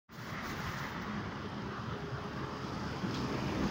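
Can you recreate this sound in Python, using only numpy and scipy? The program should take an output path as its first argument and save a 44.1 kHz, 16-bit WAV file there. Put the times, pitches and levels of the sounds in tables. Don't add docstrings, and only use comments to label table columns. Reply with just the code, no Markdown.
import sys
import numpy as np
from scipy import signal
from scipy.io import wavfile
from scipy.ndimage import uniform_filter1d

SR = 44100
rng = np.random.default_rng(int(sys.argv[2]) if len(sys.argv) > 2 else 0)


def to_wav(sig):
    pcm = np.clip(np.atleast_2d(sig), -1, 1) * 32767
    pcm = np.round(pcm).astype(np.int16)
    wavfile.write(sys.argv[1], SR, pcm.T)


def invert_db(level):
    return 10 ** (np.asarray(level, dtype=float) / 20)


N = 163170


def evened(x):
    return x / np.sqrt(np.mean(x ** 2) + 1e-20)


def read(points, hz):
    f, value = np.transpose(points)
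    return np.interp(np.log(hz + 1), np.log(f + 1), value, left=-90, right=-90)


def curve(rows, column=1, silent=None):
    rows = np.array(rows)
    return np.interp(np.arange(N) / SR, rows[:, 0], rows[:, column], silent, silent)


def add(mix, s, sound):
    part = mix[round(s * SR):][:len(sound)]
    part += sound[:len(part)]


def resonate(x, hz, width):
    turn = np.exp(2j * np.pi * np.cumsum(hz * np.ones(len(x))) / SR)
    r = np.exp(-np.pi * width / SR)
    return 2 * (turn * signal.lfilter([1 - r], [1, -r], x / turn + 1e-18)).real


def wobble(seconds):
    size = max(round(seconds * SR), 2)
    return evened(uniform_filter1d(uniform_filter1d(rng.standard_normal(N), size), size))


def noise(spectrum, patchy_db, flicker_db, size=1024):
    hop = size // 4
    frames = N // hop + 5
    hz = np.fft.rfftfreq(size, 1 / SR)
    a, b, patches = rng.standard_normal((frames, len(hz), 3)).T
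    patches = evened(uniform_filter1d(uniform_filter1d(patches, 8, 0), 8, 1))
    flicker = evened(uniform_filter1d(rng.standard_normal(frames), 3))
    level_db = read(spectrum, hz)[:, None] + patchy_db * patches + flicker_db * flicker
    z = (a + 1j * b) * invert_db(level_db)
    return evened(signal.istft(z, nperseg=size, noverlap=size - hop)[1][:N])


def tone(hz, db, waver, flutter_db):
    level = invert_db(db + flutter_db * (wobble(.025) + wobble(.09)))
    phase = 2 * np.pi * np.cumsum(hz * (1 + waver * wobble(.03))) / SR
    return np.sqrt(2) * level * np.sin(phase)


def far_traffic():
    # (per Hz, relative)
    wash_colour = [(20, -57), (32, -12), (45, -32), (60, -10.5), (100, -2.5), (140, -3.5), (200, -4),
                   (250, -9), (400, -10.5), (500, -16), (750, -15.5), (1180, -11), (1700, -18), (2400, -30),
                   (3100, -24), (4800, -36.5), (6400, -44), (8000, -85), (9500, -60), (12000, -65.5),
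                   (13900, -77), (14800, -55), (15700, -50)]
    return invert_db(-42) * noise(wash_colour, patchy_db=2.23, flicker_db=0.8, size=2048)


def slowing_engine():
    # time_s, order_1_hz, order_2_db, order_3_db
    orders = [(.2, 75, -60, -48.5), (.7, 71.5, -54.5, -50), (1.2, 69, -57, -47.5), (1.6, 68, -54.5, -48.5),
              (1.9, 68, -50.5, -64), (2.3, 66, -51.5, -51), (2.8, 65, -50.5, -52.5),
              (3.3, 64.5, -42.5, -52.5), (3.7, 66, -52.5, -40)]
    width_hz = 8
    firing = rng.standard_normal(N)
    hz = curve(orders)
    out = np.zeros(N)
    for k in (2, 3):
        narrow = resonate(firing, k * hz, width_hz)
        order = evened(resonate(narrow, k * hz, 2 * width_hz))
        out += invert_db(curve(orders, k)) * order
    return out


def leaving_car():
    # (per Hz, relative)
    tyre_colour = [(30, -16), (60, 9), (100, -2), (200, -2.5), (300, -19), (600, -7.5), (800, -22),
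                   (1150, -1), (1600, -2.5), (2000, -1.5), (2400, -11.5), (4000, -23.5), (6000, -23),
                   (7500, -38), (9000, -61)]
    # time_s, level_db
    car_level = [(.1, -48), (.35, -44.5), (.5, -44.5), (.7, -43.5), (.87, -46), (1.05, -47.5), (1.3, -51),
                 (2, -68.5), (3.7, -84)]
    return invert_db(curve(car_level)) * noise(tyre_colour, patchy_db=1.2, flicker_db=1.6)


def rustle():
    # (per Hz, relative)
    body_colour = [(2300, -18), (3500, 0.5), (4700, 1), (5900, -1), (6900, -5), (8100, -23), (9300, -14.5),
                   (10700, -20.5), (11300, -22), (12300, -10.5), (13200, -18), (14200, -30), (14500, -50)]
    # (per Hz, relative)
    top_colour = [(13500, -40), (14200, -27), (14900, 2), (15700, -2)]
    # time_s, body_level_db, top_level_db
    bursts = [(.095, -77, -95), (.125, -50, -54), (.2, -53.5, -62), (.3, -55, -66), (.345, -61, -69),
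              (.375, -67, -83), (.42, -62, -82), (.44, -57, -63), (.51, -52, -60), (.55, -57, -71),
              (.58, -57, -58.5), (.6, -55, -66), (.66, -54.5, -67), (.72, -55.5, -61), (.76, -59, -69),
              (.79, -51, -62), (.82, -59, -64), (.9, -59.5, -67), (.95, -66, -73), (1.005, -82, -86),
              (1.02, -59.5, -64), (1.05, -82, -75), (1.075, -70, -83), (1.095, -86, -93)]
    body = noise(body_colour, patchy_db=2.0, flicker_db=0.4, size=256)
    top = noise(top_colour, patchy_db=1.2, flicker_db=1.2, size=256)
    return invert_db(curve(bursts, 1, -110)) * body + invert_db(curve(bursts, 2, -110)) * top


def treble_ticks():
    # start_s, level_db (before rise and decay), pitch_hz
    ticks = [(1.483, -75, 9400), (1.701, -80, 13000), (1.978, -76, 9200), (2.234, -72, 9600),
             (2.375, -71, 15170), (2.554, -75, 15100), (2.605, -76, 14900), (2.779, -78, 14900),
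             (2.909, -78, 9700), (3.277, -67, 13300), (3.465, -74, 15280)]
    rise_s, t60_s, width_hz = 0.0037, .1, 2500
    t = np.arange(SR // 10) / SR
    out = np.zeros(N)
    for s, db, hz in ticks:
        band = resonate(rng.standard_normal(len(t)), hz, width_hz)
        puff = evened(resonate(band, hz, width_hz))
        add(out, s, invert_db(db - 60 * t / t60_s) * np.minimum(t / rise_s, 1) * puff)
    return out


def high_whistle():
    # time_s, level_db
    whistle_level = [(.3, -95), (.45, -80), (.9, -76), (.97, -98), (1.1, -84), (1.18, -105)]
    whistle = evened(resonate(rng.standard_normal(N), hz=13400, width=90))
    return invert_db(curve(whistle_level, 1, -120)) * whistle


def low_swells():
    # start_s, level_db (before rise and decay), pitch_hz
    swells = [(0.317, -27.5, 147), (0.484, -36, 214), (1.592, -32, 170), (1.87, -25.5, 130),
              (1.914, -26.5, 134), (2.124, -26, 129), (2.296, -36, 216), (3.028, -22.5, 186),
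              (3.191, -34, 255), (3.66, -24, 208)]
    rise_s, t60_s = 0.015, 0.11
    t = np.arange(SR // 4) / SR
    rise = np.sin(np.pi / 2 * np.minimum(t / rise_s, 1)) ** 2
    shape = rise * invert_db(-60 * t / t60_s)
    out = np.zeros(N)
    for s, db, hz in swells:
        add(out, s, invert_db(db) * shape * np.sin(2 * np.pi * (hz * t + rng.random())))
    return out


def bus_rumble():
    # (per Hz, relative)
    rumble_colour = [(25, -23), (50, -13), (100, 1.5), (160, -7.5), (260, 3), (350, -0.5), (450, -7),
                     (600, -13), (900, -33)]
    # time_s, level_db
    rumble_level = [(0, -55.5), (1.5, -51), (2.1, -54), (2.6, -45), (3, -45), (3.3, -39), (3.5, -39.5),
                    (3.6, -34.5), (3.7, -37)]
    return invert_db(curve(rumble_level)) * noise(rumble_colour, patchy_db=1.4, flicker_db=1)


def bus_rolling():
    # (per Hz, relative)
    rolling_colour = [(300, -7), (500, -6.5), (750, -2.5), (900, 0.5), (1060, 2), (1500, -6), (2000, -6),
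                      (2600, -7), (4000, -16), (5500, -21.5), (6500, -17), (7600, -34), (8800, -59),
                      (10000, -35), (13500, -36.5), (14200, -39), (15000, -29), (15700, -32)]
    db_at_10_m, speed_m_s, abeam_s, lane_m = -49.5, 13, 3.73, 4.8
    metres = np.hypot(speed_m_s * (np.arange(N) / SR - abeam_s), lane_m)
    rolling = noise(rolling_colour, patchy_db=2.0, flicker_db=-0.6)
    return invert_db(db_at_10_m) * 10 / metres * rolling


def bus_whine():
    # time_s, pitch_hz, level_db, octave_level_db
    motor = [(.9, 367, -65, -73), (1.4, 385, -59, -73), (1.9, 404, -56, -70), (2.2, 412, -55, -62),
             (2.55, 425, -54, -68), (2.9, 432, -60, -61), (3.05, 434, -61, -56), (3.35, 442, -63, -55),
             (3.5, 445, -61, -66), (3.7, 447, -61, -62)]
    # time_s, pitch_hz, level_db
    gear = [(1.5, 522, -68), (1.9, 540, -63), (2.2, 551, -62), (2.6, 570, -66), (3, 590, -63),
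            (3.3, 606, -57), (3.6, 611, -56), (3.7, 612, -61)]
    out = tone(curve(gear), curve(gear, 2, -90), waver=.0035, flutter_db=2)
    for k in (1, 2):
        out = out + tone(k * curve(motor), curve(motor, k + 1, -90), waver=.0035, flutter_db=2)
    return out


def wire_hiss():
    # pitch_hz, width_hz (of each of two passes), gain_db (relative)
    resonances = [(4910, 1250, 16), (2870, 300, -17.5)]
    # time_s, level_db
    hiss_level = [(2, -64), (2.55, -60), (2.66, -57), (2.8, -56.5), (2.93, -55.5), (3.05, -58),
                  (3.12, -54.5), (3.2, -53.5), (3.33, -55.5), (3.45, -56), (3.6, -57.5), (3.7, -53)]
    rub = rng.standard_normal(N) * invert_db(2.1 * wobble(0.0016))
    bands = (invert_db(db) * resonate(resonate(rub, hz, w), hz, w) for hz, w, db in resonances)
    return invert_db(curve(hiss_level)) * evened(sum(bands))


def wire_jolts():
    # start_s, level_db (before rise and decay)
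    jolts = [(2.645, -58), (3.141, -45), (3.194, -57)]
    # pitch_hz, level_db (relative to the jolt), t60_s
    modes = [(3320, 5, 0.065), (6611, -10, 0.064), (7698, -17, 0.08)]
    # (per Hz, relative)
    scrape_colour = [(1500, -28), (2600, 2), (3300, -3), (4000, 3), (5000, 1), (6600, -9), (7400, -18),
                     (8200, -39), (12000, -26), (15000, -26), (15700, -16)]
    rise_s, scrape_t60_s = .0015, 0.39
    t = np.arange(SR // 4) / SR
    scrape = noise(scrape_colour, patchy_db=1.5, flicker_db=1, size=256)
    out = np.zeros(N)
    for k, (s, db) in enumerate(jolts):
        ring = sum(invert_db(d - 60 * t / t60) * np.sin(2 * np.pi * (hz * t + rng.random()))
                   for hz, d, t60 in modes)
        puff = scrape[k * len(t):][:len(t)] * invert_db(-60 * t / scrape_t60_s)
        add(out, s, invert_db(db) * np.minimum(t / rise_s, 1) * (ring + puff))
    return out


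def scene():
    background = far_traffic() + slowing_engine() + leaving_car()
    near_treble = rustle() + treble_ticks() + high_whistle()
    bus = bus_rumble() + bus_rolling() + bus_whine() + wire_hiss() + wire_jolts()
    return (background + near_treble + low_swells() + bus)[None]


def top_cut(x):
    return signal.sosfilt(signal.butter(12, 17110, fs=SR, output="sos"), x)


def record(dry):
    low_cut_hz = 40.5
    fade_start_s, fade_s, opening_s = .078, 0.3, .016
    high_pass = signal.butter(3, low_cut_hz, "highpass", fs=SR, output="sos")
    cut = signal.sosfilt(high_pass, dry)
    t = np.arange(N) / SR - fade_start_s
    fade = np.clip(t / fade_s, 0, 1) ** 0.78
    opening = np.clip(t / opening_s, 0, 1) ** 2
    return top_cut(cut * fade * opening)


dry = scene()
out = record(dry)
to_wav(out)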